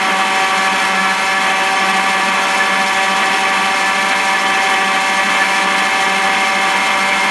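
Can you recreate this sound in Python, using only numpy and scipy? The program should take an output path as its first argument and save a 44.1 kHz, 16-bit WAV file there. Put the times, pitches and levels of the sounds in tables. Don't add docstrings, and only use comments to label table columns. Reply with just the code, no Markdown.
import sys
import numpy as np
from scipy import signal
from scipy.fft import rfft, irfft, next_fast_len
from scipy.io import wavfile

SR = 44100
rng = np.random.default_rng(int(sys.argv[2]) if len(sys.argv) > 2 else 0)


def waveform_to_disk(signal):
    frames = np.transpose(np.atleast_2d(signal))
    scaled = np.clip(frames, -1, 1) * 32767
    samples = np.round(scaled).astype(np.int16)
    wavfile.write(sys.argv[1], SR, samples)


N = 321930
TIME = np.arange(N) / SR
GEAR_RATIO, SPIN_RATIO, ORBIT_RATIO = 0.30585, 0.0678, 0.01202


def gain(db):
    return np.exp(np.asarray(db) * (np.log(10) / 20))


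def set_level(x, db):
    return x * gain(db) / np.sqrt(np.mean(x ** 2))


def wander(rate_hz, size=1024):
    hz = np.arange(size) * SR / N
    spectrum = rng.standard_normal(size) + 1j * rng.standard_normal(size)
    slow = set_level(irfft(spectrum / (1 + (hz / rate_hz) ** 2), 10 * size), 0)
    return np.interp(np.linspace(0, len(slow), N), np.arange(len(slow)), slow)


def swing(turns, peak_at):
    return np.cos(2 * np.pi * (turns - peak_at))


def tone(turns, db, flutter_db, wobble_rad, rate_hz):
    angle = 2 * np.pi * (turns + rng.random()) + wobble_rad * wander(rate_hz)
    flutter = gain(flutter_db * wander(rate_hz))
    return set_level(flutter * np.sin(angle), 0) * gain(db)


def resonate(x, spectrum, resonances=()):
    size = 2 * next_fast_len(N // 2 + SR // 4)
    hz = np.maximum(np.arange(size // 2 + 1) * SR / size, 1)
    points_hz, points_db = np.transpose(spectrum)
    db = np.interp(np.log(hz), np.log(points_hz), points_db)
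    for centre, width, boost in resonances:
        db = db + boost / (1 + (2 * (hz - centre) / width) ** 2)
    cepstrum = irfft(db * np.log(10) / 20)
    cepstrum[1:size // 2] *= 2
    cepstrum[size // 2 + 1:] = 0
    return irfft(rfft(x, size) * np.exp(rfft(cepstrum)))[:N]


def kitchen_echoes(x, echo_db, fade_s=0.17, count=60):
    distance, strength = rng.random((count, 2)).T
    delay_s = 0.002 + 0.06 * distance ** 2
    strength = (2 * strength - 1) * np.exp(-np.log(1000) * delay_s / fade_s)
    echoes = np.bincount((delay_s * SR).astype(int), strength / np.linalg.norm(strength))
    return x + gain(echo_db) * signal.fftconvolve(x, echoes)[:N]


def dough_load(shaft):
    return swing(0.0035 * shaft, peak_at=0.22)


# (time [s], speed [turns per second])
SHAFT_SPEED = [(0, 190.9), (0.55, 191.6), (0.8, 191.2), (2.35, 192.7), (2.65, 192.2), (3.8, 193.1),
               (4.15, 193.9), (4.95, 192.5), (5.45, 193.6), (6.1, 193.1), (6.7, 193.5), (7.3, 193.4)]

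def motor_shaft():
    times, speeds = np.transpose(SHAFT_SPEED)
    speed_hz = np.interp(TIME, times, speeds)
    return speed_hz, np.cumsum(speed_hz) / SR + 0.014 * wander(2.9)


# (shaft multiple, base level [dB], growth [dB/s], change as the microphone drifts [dB],
#  load swing [dB], press swing [dB], orbit swing [dB], orbit peak [turns],
#  spin swing [dB], spin peak [turns], flutter [dB], wobble [radians])
WORKING_TONES = [(2, -38.5, 0, -2.5, 4, -0.5, 1.5, 0.17, 1.2, 0.55, -1, 0.094),
                 (4, -23.5, 0, 0, 1.5, 1.1, 0.35, .76, 2.1, 0.58, 0.93, .2),
                 (5, -27, 0, 0.5, 0, -0.5, 1, 0.82, 3.5, 0.16, 1.5, 0.3),
                 (6, -25, -0.17, -2.5, 1.5, 0, 1.5, .26, 1.9, 0.88, 0.85, 0.25),
                 (7, -34.5, -1.4, 6, -3, 0.5, 0.5, 0.5, 2, 0.65, 2, 0.38),
                 (9, -25, 0.3, -6, -0.1, 0.5, 0.4, .11, 1.4, 0.68, 1.6, 0.38),
                 (10, -31, .5, -3, 1, 0.5, 0.2, .12, 0.7, 0.96, 3, 0.23),
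                 (11, -28.5, 0.82, 3.5, 0, 0, 0.7, 0.86, .9, 0.4, .5, .1),
                 (12, -34.2, 0.2, 0.5, -4.3, 2.2, 0.5, .23, 3.5, 0.14, 4, 0.49)]

def working_whine(shaft, flaring_multiple=9):
    orbit, spin = ORBIT_RATIO * shaft, SPIN_RATIO * shaft
    load = dough_load(shaft)
    press = swing(2 * orbit, peak_at=0.93)
    drift = np.interp(TIME, [5.8, 7.0], [0, 1])
    out = 0
    for (multiple, db, growth, drift_db, load_db, press_db,
         orbit_db, orbit_peak, spin_db, spin_peak, flutter_db, wobble_rad) in WORKING_TONES:
        db = db + growth * (TIME - TIME.mean()) + drift_db * drift
        db = db + load_db * load + press_db * press
        db = db + orbit_db * swing(orbit, orbit_peak) + spin_db * swing(spin, spin_peak)
        if multiple == flaring_multiple:
            db = np.maximum(db, metallic_flares_db())
        out = out + tone(multiple * shaft, db, flutter_db, wobble_rad, rate_hz=21)
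    return out


# (shaft multiple, level [dB])
STEADY_TONES = [(3, -31.5), (8, -33.5), (13, -39), (14, -39), (15, -38), (16, -49.5), (17, -44.5),
                (18, -41)]

def steady_whine(shaft):
    return sum(tone(multiple * shaft, db, flutter_db=2.5, wobble_rad=0.31, rate_hz=28)
               for multiple, db in STEADY_TONES)


# (shaft multiple, side [+1 above, -1 below], level [dB])
GEAR_TONES = [(5, -1, -33.5), (5, 1, -39), (6, 1, -46), (8, 1, -34.5), (11, -1, -53), (11, 1, -31.5),
              (12, 1, -33.5), (13, 1, -37), (14, -1, -33.5)]

def gear_whine(shaft):
    return sum(tone((multiple + side * GEAR_RATIO) * shaft, db, flutter_db=2.5, wobble_rad=0.52, rate_hz=7.6)
               for multiple, side, db in GEAR_TONES)


def rotor_hum(shaft):
    rotor = tone(shaft, -36, flutter_db=1.7, wobble_rad=0.36, rate_hz=10.5)
    neighbour = tone((1 + SPIN_RATIO) * shaft, -44, flutter_db=1.5, wobble_rad=0.2, rate_hz=6)
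    swell_db = 3.5 * swing(ORBIT_RATIO * shaft, peak_at=0.37) - dough_load(shaft)
    return (rotor + neighbour) * gain(swell_db)


# (frequency [Hz], relative level [dB])
CHATTER_SPECTRUM = [(100, -46), (160, -17.5), (190, -3), (300, -3.5), (420, -7), (490, -12), (620, -3.5),
                    (850, -6), (1050, 2), (1330, -3.5), (2300, -3), (2800, -11.5), (3400, -8),
                    (5000, -36.5)]
# (frequency [Hz], width [Hz], boost [dB])
BODY_RESONANCES = [(287, 29, 4), (759.4, 27, 5.5), (1176, 35, 5), (1450, 90, 2), (1709, 40, 8.5),
                   (2000, 40, 4.5), (2160, 120, 3.5), (2323, 37, 6), (2610, 152, 8.5), (3067, 48, 6.5),
                   (3150, 147, 6), (4095, 87, 6), (4260, 71, -3.5), (4450, 200, 4.5), (5293, 160, 7),
                   (6220, 260, 3.5), (6860, 200, 2), (7070, 66, 5), (8070, 200, -2.5), (8230, 120, 1),
                   (10130, 250, 5.5)]

def housing_chatter(shaft):
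    bite_db = 2.3 * swing(2 * shaft, peak_at=0)
    gear_db = 0.71 * swing(GEAR_RATIO * shaft, peak_at=0.88)
    spin_db = 0.5 * swing(SPIN_RATIO * shaft, peak_at=0.89)
    teeth = rng.standard_normal(N) * gain(bite_db + gear_db + spin_db + 0.86 * wander(9.5))
    ringing = resonate(teeth, CHATTER_SPECTRUM, BODY_RESONANCES)
    return set_level(kitchen_echoes(ringing, echo_db=-10.5), -18.5)


# (frequency [Hz], relative level [dB])
HISS_SPECTRUM = [(1500, -17.5), (3000, 1.5), (3900, 2), (4600, 0.5), (4950, -3), (5700, -1.5), (6600, -2.5),
                 (7900, -4.5), (8700, -3), (9900, -8), (10400, -14.5), (11200, -6.5), (12000, -17)]

def brush_and_fan_hiss(shaft):
    orbit = ORBIT_RATIO * shaft
    spin_db = 0.95 * swing(SPIN_RATIO * shaft, peak_at=0.47)
    gear_db = 0.41 * swing(GEAR_RATIO * shaft, peak_at=0)
    orbit_db = 0.47 * swing(orbit, peak_at=0.77) + 0.49 * swing(2 * orbit, peak_at=0.73)
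    grain_db = 1.7 * rng.standard_normal(N) + 0.99 * wander(36)
    rush = rng.standard_normal(N) * gain(spin_db + gear_db + orbit_db + grain_db)
    ringing = resonate(rush, HISS_SPECTRUM, BODY_RESONANCES)
    return set_level(kitchen_echoes(ringing, echo_db=-9.5), -26.5)


# (frequency [Hz], width [Hz], base level [dB])
METAL_NOTES = [(5330, 69, -40.5), (6375, 50, -44.8)]

def metal_shimmer(shaft):
    orbit_db = 2 * swing(ORBIT_RATIO * shaft, peak_at=0)
    out = 0
    for hz, width, db in METAL_NOTES:
        note = signal.lfilter(*signal.iirpeak(hz, hz / width, fs=SR), rng.standard_normal(N))
        out = out + set_level(note * gain(2 * wander(13) + orbit_db), db)
    return out


def dough_smacks(shaft, per_second=90, scatter_db=3):
    chance = per_second / SR * (1 + swing(SPIN_RATIO * shaft, peak_at=0.44))
    starts = rng.random(N) < chance
    strength = gain(scatter_db * np.clip(rng.standard_normal(N), -2, 2))
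    t = np.arange(SR // 20) / SR
    tear = rng.standard_normal(len(t)) * np.exp(-t / 0.0018)
    smacks = signal.fftconvolve(starts * strength, tear)[:N]
    return set_level(resonate(smacks, HISS_SPECTRUM, BODY_RESONANCES), -42.5)


# (frequency [Hz], relative level [dB])
RUMBLE_SPECTRUM = [(27, -30), (37, -17), (45, -2), (60, 5.5), (76, -7), (95, 2.5), (150, 3.5), (200, -1),
                   (400, -22)]

def table_rumble():
    return set_level(resonate(rng.standard_normal(N), RUMBLE_SPECTRUM), -48)


# (time [s], peak level [dB])
FLARE_PEAKS = [(0.99, -16), (1.11, -18), (1.29, -18), (1.375, -17), (2.61, -18), (2.8, -18), (3.86, -16),
               (4.35, -18), (5.42, -14.5)]

def metallic_flares_db(width_s=0.014):
    bursts = [db - 10 * np.log10(np.e) * ((TIME - peak_s) / width_s) ** 2 for peak_s, db in FLARE_PEAKS]
    return np.max(bursts, axis=0)


def scene():
    speed_hz, shaft = motor_shaft()
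    noises = housing_chatter(shaft) + brush_and_fan_hiss(shaft) + metal_shimmer(shaft) + dough_smacks(shaft)
    noises *= gain(0.2 * (speed_hz - speed_hz.mean()))
    rumble = table_rumble()
    tones = working_whine(shaft) + steady_whine(shaft) + gear_whine(shaft) + rotor_hum(shaft)
    mono = tones + noises + rumble
    return np.array([mono, mono])


def record(dry):
    return signal.sosfilt(signal.ellip(12, 0.1, 90, 11800, fs=SR, output="sos"), dry)


dry = scene()
out = record(dry)
waveform_to_disk(out)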